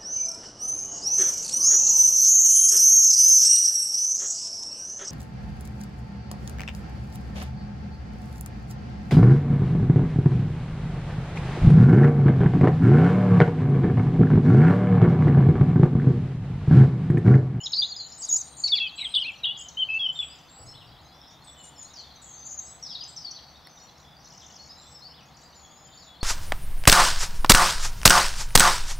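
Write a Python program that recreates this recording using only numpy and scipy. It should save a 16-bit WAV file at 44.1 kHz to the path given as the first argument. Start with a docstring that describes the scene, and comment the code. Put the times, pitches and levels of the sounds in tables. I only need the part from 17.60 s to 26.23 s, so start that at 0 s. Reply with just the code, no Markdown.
"""A near songbird whistles sweeping phrases in a garden, often with both sides of its syrinx at once.
A second bird adds a high rasping loop; others answer from the trees over a low murmur of far traffic.
Each side of a syrinx is an oscillator that gives a nearly pure tone of gliding pitch.
Fences reflect the song and foliage scatters it into reverberation.
There is one soft bump on the microphone, and two short dry clicks."""
import sys
import numpy as np
from scipy import signal
from scipy.fft import rfft, irfft
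from scipy.io import wavfile
from scipy.ndimage import uniform_filter1d

SR = 44100
rng = np.random.default_rng(int(sys.argv[2]) if len(sys.argv) > 2 else 0)


def master_out(mix):
    """Clip the mix to full scale and print it as 16-bit PCM to the path in sys.argv[1]."""
    frames = np.transpose(np.atleast_2d(mix))
    ceiling = np.clip(frames, -1, 1)
    pcm = np.round(ceiling * 32767).astype(np.int16)
    wavfile.write(sys.argv[1], SR, pcm)


N = 380583
TIME = np.arange(N) / SR


def from_db(db):
    """Amplitude ratio of a level in decibels."""
    return 10 ** (np.asarray(db) / 20)


def pan(left_db):
    """Level difference between the ears: left and right gains."""
    return from_db(np.array([[left_db], [-left_db]]) / 2)


def at_hz(points, hz):
    """Interpolation of a spectrum on a log-frequency axis."""
    point_hz, value = np.transpose(points)
    return np.interp(np.log(hz + 1), np.log(point_hz), value)


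def add(track, start_s, sound):
    """Superposition: a sound joins the track at its moment."""
    i = int(np.clip(start_s * SR, 0, N))
    track[i:i + len(sound)] += sound[:N - i]


def drift(n, per_s):
    """Random modulation: straight lines between Gaussian values."""
    knots = rng.standard_normal(400)
    return np.interp(np.arange(n) * per_s / SR, np.arange(len(knots)), knots)


# Likeness of left and right in the open air: frequency_hz, correlation
COHERENCE = [(60,1),(280,0.76),(700,0.82),(6000,.8),(12000,1)]
def air_noise(spectrum):
    """Partial coherence: mid and side noise form a coloured stereo field of unit power."""
    hz = np.arange(N // 2 + 1) * SR / N
    mid, side = rfft(rng.standard_normal((2, N)))
    alike = np.clip(at_hz(COHERENCE, hz), 0, 1)
    stereo = np.sqrt(1 + alike) * mid + np.sqrt(1 - alike) * side * [[1], [-1]]
    roll_off = 1 + (hz / spectrum[-1][0] / 2) ** 4
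    noise = irfft(from_db(at_hz(spectrum, hz)) / roll_off * stereo, N)
    return noise / np.sqrt(np.mean(noise ** 2))


# Spectra of far traffic and of open-air hiss: frequency_hz, relative_density_db
TRAFFIC_SPECTRUM = [(30,-7),(45,-15),(70,3),(90,-8),(150,0),(205,-7.5),(300,-8.5),(420,-16),(600,-10.5),(770,-5.5),(950,-9.5),(1300,-12),(1600,-17.5),(2000,-18),(5000,-52)]
HISS_SPECTRUM = [(3000,20),(6000,10.5),(9500,3),(13000,7)]
def traffic_and_air():
    """Stationary noise: a low murmur of traffic under a fainter hiss."""
    return from_db(-54.5) * air_noise(TRAFFIC_SPECTRUM) + from_db(-62.5) * air_noise(HISS_SPECTRUM)


# Tones of far machinery: pitch_hz, level_db
HUM_TONES = [(71,-73.5),(490,-74.5)]
def machinery_hum():
    """Slow amplitude and frequency modulation makes two faint tones wander."""
    out = np.zeros(N)
    for hz, db in HUM_TONES:
        amplitude = np.sqrt(2) * from_db(db + 2 * drift(N, 4.4))
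        cycles = np.cumsum(hz + 1.2 * drift(N, 3.1)) / SR
        out += amplitude * np.sin(2 * np.pi * cycles)
    return out


# Envelope of the bump: time_s, level_db
BUMP_ENVELOPE = [(2.99,-43.5),(3.015,-47.5),(3.33,-58),(3.45,-57)]
# Its spectrum: frequency_hz, relative_density_db
BUMP_SPECTRUM = [(25,-4),(60,-6),(120,2),(200,-26),(500,-17)]
def microphone_bump():
    """A soft impact puts its energy in the bass: a fading burst of low noise."""
    level_db = np.interp(TIME, *np.transpose(BUMP_ENVELOPE), left=-np.inf, right=-np.inf)
    return from_db(level_db) * air_noise(BUMP_SPECTRUM)


# Two short dry clicks: start_s, peak_db
CLICKS = [(1.858,-33.5),(6.072,-31.5)]
# Their tones: frequency_hz, relative_level_db, t60_s
CLICK_TONES = [(1990,4,0.011),(4350,3,0.018),(10300,7.5,0.0014)]
def clicks():
    """Exponential decay: each click dies away in a few milliseconds."""
    out, t = np.zeros(N), TIME[:SR // 20]
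    click = sum(from_db(db - 60 * t / t60) * np.sin(2 * np.pi * hz * t) for hz, db, t60 in CLICK_TONES)
    for start_s, peak_db in CLICKS:
        add(out, start_s, from_db(peak_db) * click / np.abs(click).max())
    return out


def foliage(x, wet_db, t60_s):
    """Scattering by leaves and branches leaves a dying stereo tail that loses its treble first."""
    mid, side = rng.standard_normal((2, SR))
    noise = mid + side * [[1], [-1]] / 3
    dull = signal.sosfilt(signal.butter(2, 4600, fs=SR, output="sos"), noise)
    fade = from_db(-60 * TIME[:SR] / t60_s)
    tail = fade * (dull + (noise - dull) * fade)
    tail /= np.sqrt(np.sum(tail ** 2) / 2)
    return from_db(wet_db) * signal.fftconvolve(np.atleast_2d(x), tail, axes=1)[:, :N]


# Echoes from ground, fence and house: delay_s, gain_db, left_minus_right_db
ECHO_PATHS = [(.011,-10.5,-1.5),(0.041,-18.5,5),(0.118,-20.5,1)]
def reflections(x):
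    """Reflection from rough surfaces is half specular and crisp, half diffuse and smeared."""
    specular = sum(pan(left_db) * from_db(db) * np.interp(TIME - delay_s, TIME, x, left=0)
                   for delay_s, db, left_db in ECHO_PATHS)
    return (specular + foliage(specular, wet_db=0, t60_s=.04)) / np.sqrt(2)


def whistle(hz, level_db, edge_s, waver, flutter_db):
    """Oscillation of one side of a syrinx: an unsteady near sine whose faint octave grows with pitch."""
    n = len(hz)
    t = np.arange(n) / SR
    phase = 2 * np.pi * np.cumsum(hz * (1 + waver * drift(n, 600))) / SR
    gate = np.sin(np.pi / 2 * np.clip(np.minimum(t, t[-1] - t) / edge_s, 0, 1)) ** 2
    octave_db = -56 + 28 * np.log2(np.minimum(hz, 7500) / 4000)
    amplitude = np.sqrt(2) * gate * from_db(level_db + flutter_db * drift(n, 200))
    return amplitude * (np.sin(phase) + from_db(octave_db) * np.sin(2 * phase))


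def arc(length_s, start_hz, middle_hz, end_hz):
    """Parabolic glide through three pitches."""
    progress = np.linspace(0, 1, max(int(length_s * SR), 64))
    return np.polyval(np.polyfit([0, .5, 1], [start_hz, middle_hz, end_hz], 2), progress)


def settle(length_s, final_hz, offset_octaves, time_constants=3):
    """Exponential relaxation: a pitch starts off its mark and eases onto it."""
    remaining = np.exp(-time_constants * np.linspace(0, 1, max(int(length_s * SR), 64)))
    return final_hz * 2 ** (offset_octaves * (remaining - remaining[-1]))


def hoarseness(pitch):
    """Roughness grows as the root of the octaves spanned per second; held whistles are pure."""
    return np.sqrt(np.ptp(np.log2(pitch)) * SR / len(pitch))


def chorus(count=440, centre_hz=4450, rise_octaves=.0503):
    """Incoherent summation: faint glides of many distant birds overlap at random times and pitches."""
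    out = np.zeros(N)
    for k, (when, length, height, register, loud, *bends) in enumerate(rng.uniform(-1, 1, (count, 8))):
        octaves = .34 * (height + register) + rise_octaves * np.array([-1, 0, 1]) + .22 * np.array(bends)
        pitch = arc(.05 * 2 ** length, *(centre_hz * 2 ** octaves))
        note = whistle(pitch, -67 + 3 * loud, edge_s=.0079, waver=.018, flutter_db=7)
        add(out, (k + when) / count * N / SR, note)
    return out


# High trills: start_s, length_s, start_hz, middle_hz, end_hz, level_db, depth_hz, rate_hz
TRILL_NOTES = [ (0.154,0.46,6290,6810,6840,-53.5,245,51), (0.826,0.24,8520,8680,8260,-57,119,76),
               (1.374,0.041,3250,2974,2710,-40.5,513,150), (0.96,0.11,7010,6840,6850,-46.5,362,53),
               (1.967,0.084,6230,7270,5820,-47.5,570,32), (2.605,0.047,3050,2884,2500,-47,330,190),
               (4.611,0.17,7610,7020,6790,-53.5,597,92), (4.84,0.12,6830,6590,6740,-43.5,444,124),
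               (8.104,0.39,6640,6980,6800,-61.5,248,29)]
def trills():
    """Frequency modulation shakes thin notes unevenly up and down."""
    out = np.zeros(N)
    for start_s, length_s, start_hz, middle_hz, end_hz, db, depth_hz, rate_hz in TRILL_NOTES:
        carrier = arc(length_s, start_hz, middle_hz, end_hz)
        cycles = np.cumsum(rate_hz * (1 + .3 * drift(len(carrier), rate_hz))) / SR
        pitch = carrier + depth_hz * np.sin(2 * np.pi * cycles)
        add(out, start_s, whistle(pitch, db, edge_s=.014, waver=.0053, flutter_db=4))
    return out


# Harsh twittering: start_s, length_s, centre_hz, level_db
TWITTER_RUNS = [(2.082,0.016,5660,-40.5),(4.331,0.086,5920,-51),(6.641,0.45,5820,-53.5),(7.763,0.083,6530,-60)]
def twitters(rate_hz=55, span_octaves=.65):
    """Sawtooth modulation of pitch gives a quick uneven run of steep downward flicks."""
    out = np.zeros(N)
    for start_s, length_s, centre_hz, db in TWITTER_RUNS:
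        flick = np.cumsum(rate_hz * 2 ** (drift(int(length_s * SR), rate_hz) / 2)) / SR % 1
        pitch = centre_hz * 2 ** (span_octaves * (.5 - flick))
        tone = whistle(pitch, db, edge_s=.006, waver=.08, flutter_db=4)
        add(out, start_s, np.sin(np.pi * flick) * tone)
    return out


def chirps(notes, fade_db_per_octave=6):
    """Level follows frequency: each call from the trees is strongest at its median pitch."""
    out = np.zeros(N)
    for start_s, pitch, db in notes:
        level = db - fade_db_per_octave * np.abs(np.log2(pitch / np.median(pitch)))
        add(out, start_s, whistle(pitch, level, edge_s=.011, waver=.011 * hoarseness(pitch), flutter_db=3))
    return out


# Whistles that sink or climb onto their pitch: start_s, length_s, final_hz, level_db
SINKING_CALLS = [ (0,0.14,6570,-48.5), (3.836,0.11,7730,-59), (3.865,0.043,3467,-50.5),
                 (3.956,0.095,2910,-60), (3.963,0.14,7130,-56.5), (4.154,0.087,5100,-56.5),
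                 (4.176,0.1,6680,-48.5), (4.675,0.18,6230,-50), (4.971,0.035,6420,-35.5),
                 (5.641,0.052,4406,-35), (6.089,0.18,5760,-57), (6.17,0.012,3530,-38),
                 (7.337,0.088,5140,-53), (7.946,0.13,6720,-59.5), (8.46,0.12,3346,-58.5)]
CLIMBING_CALLS = [ (1.352,0.24,8214,-55), (2.521,0.2,7790,-55), (2.696,0.052,5010,-52),
                  (2.89,0.24,7960,-57), (3.06,0.082,5380,-53), (3.506,0.28,3640,-62), (4.986,0.18,7860,-52),
                  (5.403,0.046,5040,-39.5), (5.436,0.01,6500,-30), (6.98,0.069,4470,-51.5),
                  (7.087,0.055,5180,-47), (7.168,0.19,7720,-60.5), (7.473,0.064,5340,-56),
                  (8.212,0.2,3700,-65.5), (8.604,0.028,4500,-38.5)]
# Short arched peeps: start_s, top_hz, level_db
PEEP_CALLS = [(0.508,5270,-48.5),(4.029,9070,-54),(4.218,9050,-60),(5.473,7960,-50.5)]
def thin_calls(offset_octaves=.13, peep_s=.036, foot_ratio=.81):
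    """Frequency glides: whistles relax onto a pitch from above or below, and peeps rise and fall."""
    notes = [(s, settle(length, hz, offset_octaves), db) for s, length, hz, db in SINKING_CALLS]
    notes += [(s, settle(length, hz, -offset_octaves), db) for s, length, hz, db in CLIMBING_CALLS]
    notes += [(s, arc(peep_s, foot_ratio * hz, hz, foot_ratio * hz), db) for s, hz, db in PEEP_CALLS]
    return chirps(notes)


# Hoarse sweeps, most of them downward: start_s, length_s, start_hz, end_hz, level_db
SWEEP_CALLS = [ (3.127,0.045,2670,4200,-55), (3.169,.07,4150,2560,-55), (4.35,0.071,4910,3840,-45),
               (5.22,0.06,5780,4710,-37.5), (5.25,0.09,4860,2830,-50.5), (5.29,0.047,5630,4330,-39),
               (5.343,0.02,4560,3480,-34.5), (5.371,0.07,4730,2444,-52.5), (5.556,0.035,6670,4110,-38.5),
               (5.597,0.036,5830,4190,-46), (5.705,0.018,5980,5040,-36), (5.746,0.052,5770,2680,-49),
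               (6.804,0.039,4160,2640,-53.5), (7.414,0.073,4030,4810,-49), (7.562,0.062,3960,2290,-57),
               (8.379,0.061,5670,3780,-53)]
def sweeps(bow_ratio=1.0357):
    """Reverberation deep in the trees runs bowed sweeps together into a cascade."""
    notes = []
    for start_s, length_s, start_hz, end_hz, db in SWEEP_CALLS:
        middle_hz = bow_ratio * np.sqrt(start_hz * end_hz)
        notes.append((start_s, arc(length_s, start_hz, middle_hz, end_hz), db))
    direct = chirps(notes)
    scattered = foliage(direct, wet_db=-2.5, t60_s=.25) + foliage(direct, wet_db=-4, t60_s=.9)
    return from_db(-4) * direct + scattered


# The near songbird's low warble and a second bird's high rasping loop: time_s, pitch_hz, level_db
LOW_WARBLE = [(0.12, 5220, -33.5), (0.128, 5180, -37), (0.136, 3820, -23), (0.144, 5160, -31),
              (0.158, 4320, -22), (0.164, 5370, -34), (0.172, 4020, -24.5), (0.182, 4770, -24.5),
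              (0.2, 4720, -19.5), (0.212, 4570, -31.5), (0.224, 3373, -24), (0.255, 4110, -30)]
HIGH_LOOP = [(0.612, 8670, -49), (0.63, 6690, -37.5), (0.65, 6520, -28.5), (0.664, 9740, -64.5),
             (0.678, 9460, -54), (0.692, 6900, -31.5), (0.704, 6650, -25), (0.764, 6760, -23.5),
             (0.786, 7830, -42.5), (0.806, 7440, -46.5), (0.816, 6700, -28.5), (0.822, 6030, -83)]
def flourish(points, waver, rasp_db, edge_s=.007, glide_s=.0014, rasp_ratio=.85):
    """Biphonation: one side of the syrinx whistles an unbroken figure while the other rasps below it."""
    out = np.zeros(N)
    time_s, hz, db = np.transpose(points)
    t = np.arange(time_s[0] - edge_s / 2, time_s[-1] + edge_s, 1 / SR)
    pitch = uniform_filter1d(np.interp(t, time_s, hz), int(glide_s * SR))
    level = np.interp(t, time_s, db)
    add(out, t[0], whistle(pitch, level, edge_s, waver, flutter_db=2.5))
    add(out, t[0], whistle(rasp_ratio * pitch, level + rasp_db, edge_s, waver=.11, flutter_db=-5))
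    return out


# The near songbird; overlapping notes come from the two sides of its syrinx, # and the row at 1.946 s is a
# faint echo of the phrase at 1.84 s, arriving 0.118 s later: # start_s, length_s, entry_hz, held_hz, exit_hz,
# level_db, swell_db
SONG_NOTES = [ (0,0.046,2810,3090,3400,-46.5,-8), (0.034,0.028,5750,4950,5900,-35,11),
              (0.06,0.012,5300,3790,2800,-25.5,1.5), (0.32,0.016,4390,4310,4420,-30.5,-4.5),
              (0.364,0.12,5065,4410,4120,-41,-14.5), (0.396,0.072,4220,4080,3880,-43,-19.5),
              (0.583,0.043,8370,7600,7600,-43.5,6), (0.607,0.04,8100,4740,4750,-41,12.5),
              (0.652,0.06,7600,3850,3600,-46.5,-17.5), (0.762,0.061,5200,6500,5730,-36,3),
              (1.039,0.045,4530,4460,3560,-22.5,-19), (1.074,0.044,6550,4570,4400,-31,6.5),
              (1.075,0.026,3400,2400,2130,-50,-11.5), (1.119,0.028,3850,3414,3390,-19.5,7),
              (1.15,0.042,3040,2420,1760,-41,-13), (1.153,0.038,4950,4414,2700,-25,0),
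              (1.2,0.078,3380,3310,2950,-31,-3.5), (1.201,0.076,2730,2642,2440,-34,-5),
              (1.38,0.042,4000,4060,3660,-29.5,10.5), (1.417,0.039,2530,2160,1850,-44.5,-14),
              (1.442,0.031,4180,3340,2900,-29.5,2), (1.541,0.012,2960,3820,5030,-20.5,-0.5),
              (1.551,0.022,2716,3597,2990,-20,3.5), (1.588,.042,3040,3240,2790,-29.5,1.5),
              (1.573,0.015,3160,2975,3120,-23,0.5), (1.619,0.031,5120,4420,3500,-38.5,19),
              (1.646,0.064,2300,2747,2250,-34.5,-1.5), (1.835,0.017,3980,3746,3630,-26,3.5),
              (1.842,0.025,2640,3276,2850,-24.5,11), (1.864,0.058,2944,2832,3100,-32,-5),
              (1.868,0.055,3570,3290,3690,-33.5,-11), (1.946,0.14,3480,3150,3030,-45.5,-1),
              (2.172,0.064,2985,3178,2935,-24.5,7.5), (2.288,0.09,2583,2616,2663,-28.5,8),
              (2.394,0.076,3343,3260,2944,-27,6), (2.486,0.021,3080,3040,3060,-27,2),
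              (2.554,0.039,3690,3580,3620,-43,-7), (2.59,0.066,3467,3410,3190,-34.5,-16)]
def near_song(edge_s=.007, glide_power=1.4, breath_arch_db=.5, detune_db_per_octave=6):
    """Resonance: the throat is tuned to each held pitch, so the glides in and out are softer."""
    out = np.zeros(N)
    for start_s, length_s, entry_hz, held_hz, exit_hz, db, swell_db in SONG_NOTES:
        position = np.linspace(-1, 1, int((length_s + edge_s) * SR))   # 0 is the middle of the note
        outer_hz = np.where(position < 0, entry_hz, exit_hz)
        pitch = held_hz + (outer_hz - held_hz) * np.abs(position) ** glide_power
        breath_db = db + swell_db * position / 2 - breath_arch_db * position ** 2
        level = breath_db - detune_db_per_octave * np.abs(np.log2(pitch / held_hz))
        note = whistle(pitch, level, edge_s, waver=.0078 * hoarseness(pitch), flutter_db=1.97)
        add(out, start_s - edge_s / 2, note)
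    return out


def scene():
    """The direct-to-reverberant ratio falls with distance; twigs at each perch add a short blur."""
    song = near_song() + flourish(LOW_WARBLE, waver=.014, rasp_db=-32)
    loop = flourish(HIGH_LOOP, waver=.022, rasp_db=-17)
    near_birds = song + loop
    answers = trills() + thin_calls() + twitters()
    crowd = chorus()
    near_birds_tail = foliage(near_birds, wet_db=-18.5, t60_s=.64)
    near_birds_tail += foliage(near_birds, wet_db=-10, t60_s=.045)
    near = pan(1.1) * song + pan(2.3) * loop + reflections(near_birds) + near_birds_tail
    answer_tail = foliage(answers, wet_db=-5, t60_s=.073) + foliage(answers, wet_db=-3, t60_s=1)
    far = from_db(-1.5) * answers + answer_tail + sweeps()
    distant = from_db(-2) * crowd + foliage(crowd, wet_db=-1.5, t60_s=.7)
    background = machinery_hum() + microphone_bump() + traffic_and_air()
    return pan(1.8) * background + clicks() + distant + pan(2.4) * far + near


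def record(dry):
    """Band limiting: the microphone sheds the deepest bass, and the top is cut steeply."""
    high_pass = signal.butter(2, 32, "high", fs=SR, output="sos")
    low_pass = signal.ellip(10, .1, 60, 15650, fs=SR, output="sos")
    return signal.sosfiltfilt(low_pass, signal.sosfilt(high_pass, dry))


dry = scene()
out = record(dry)
master_out(out)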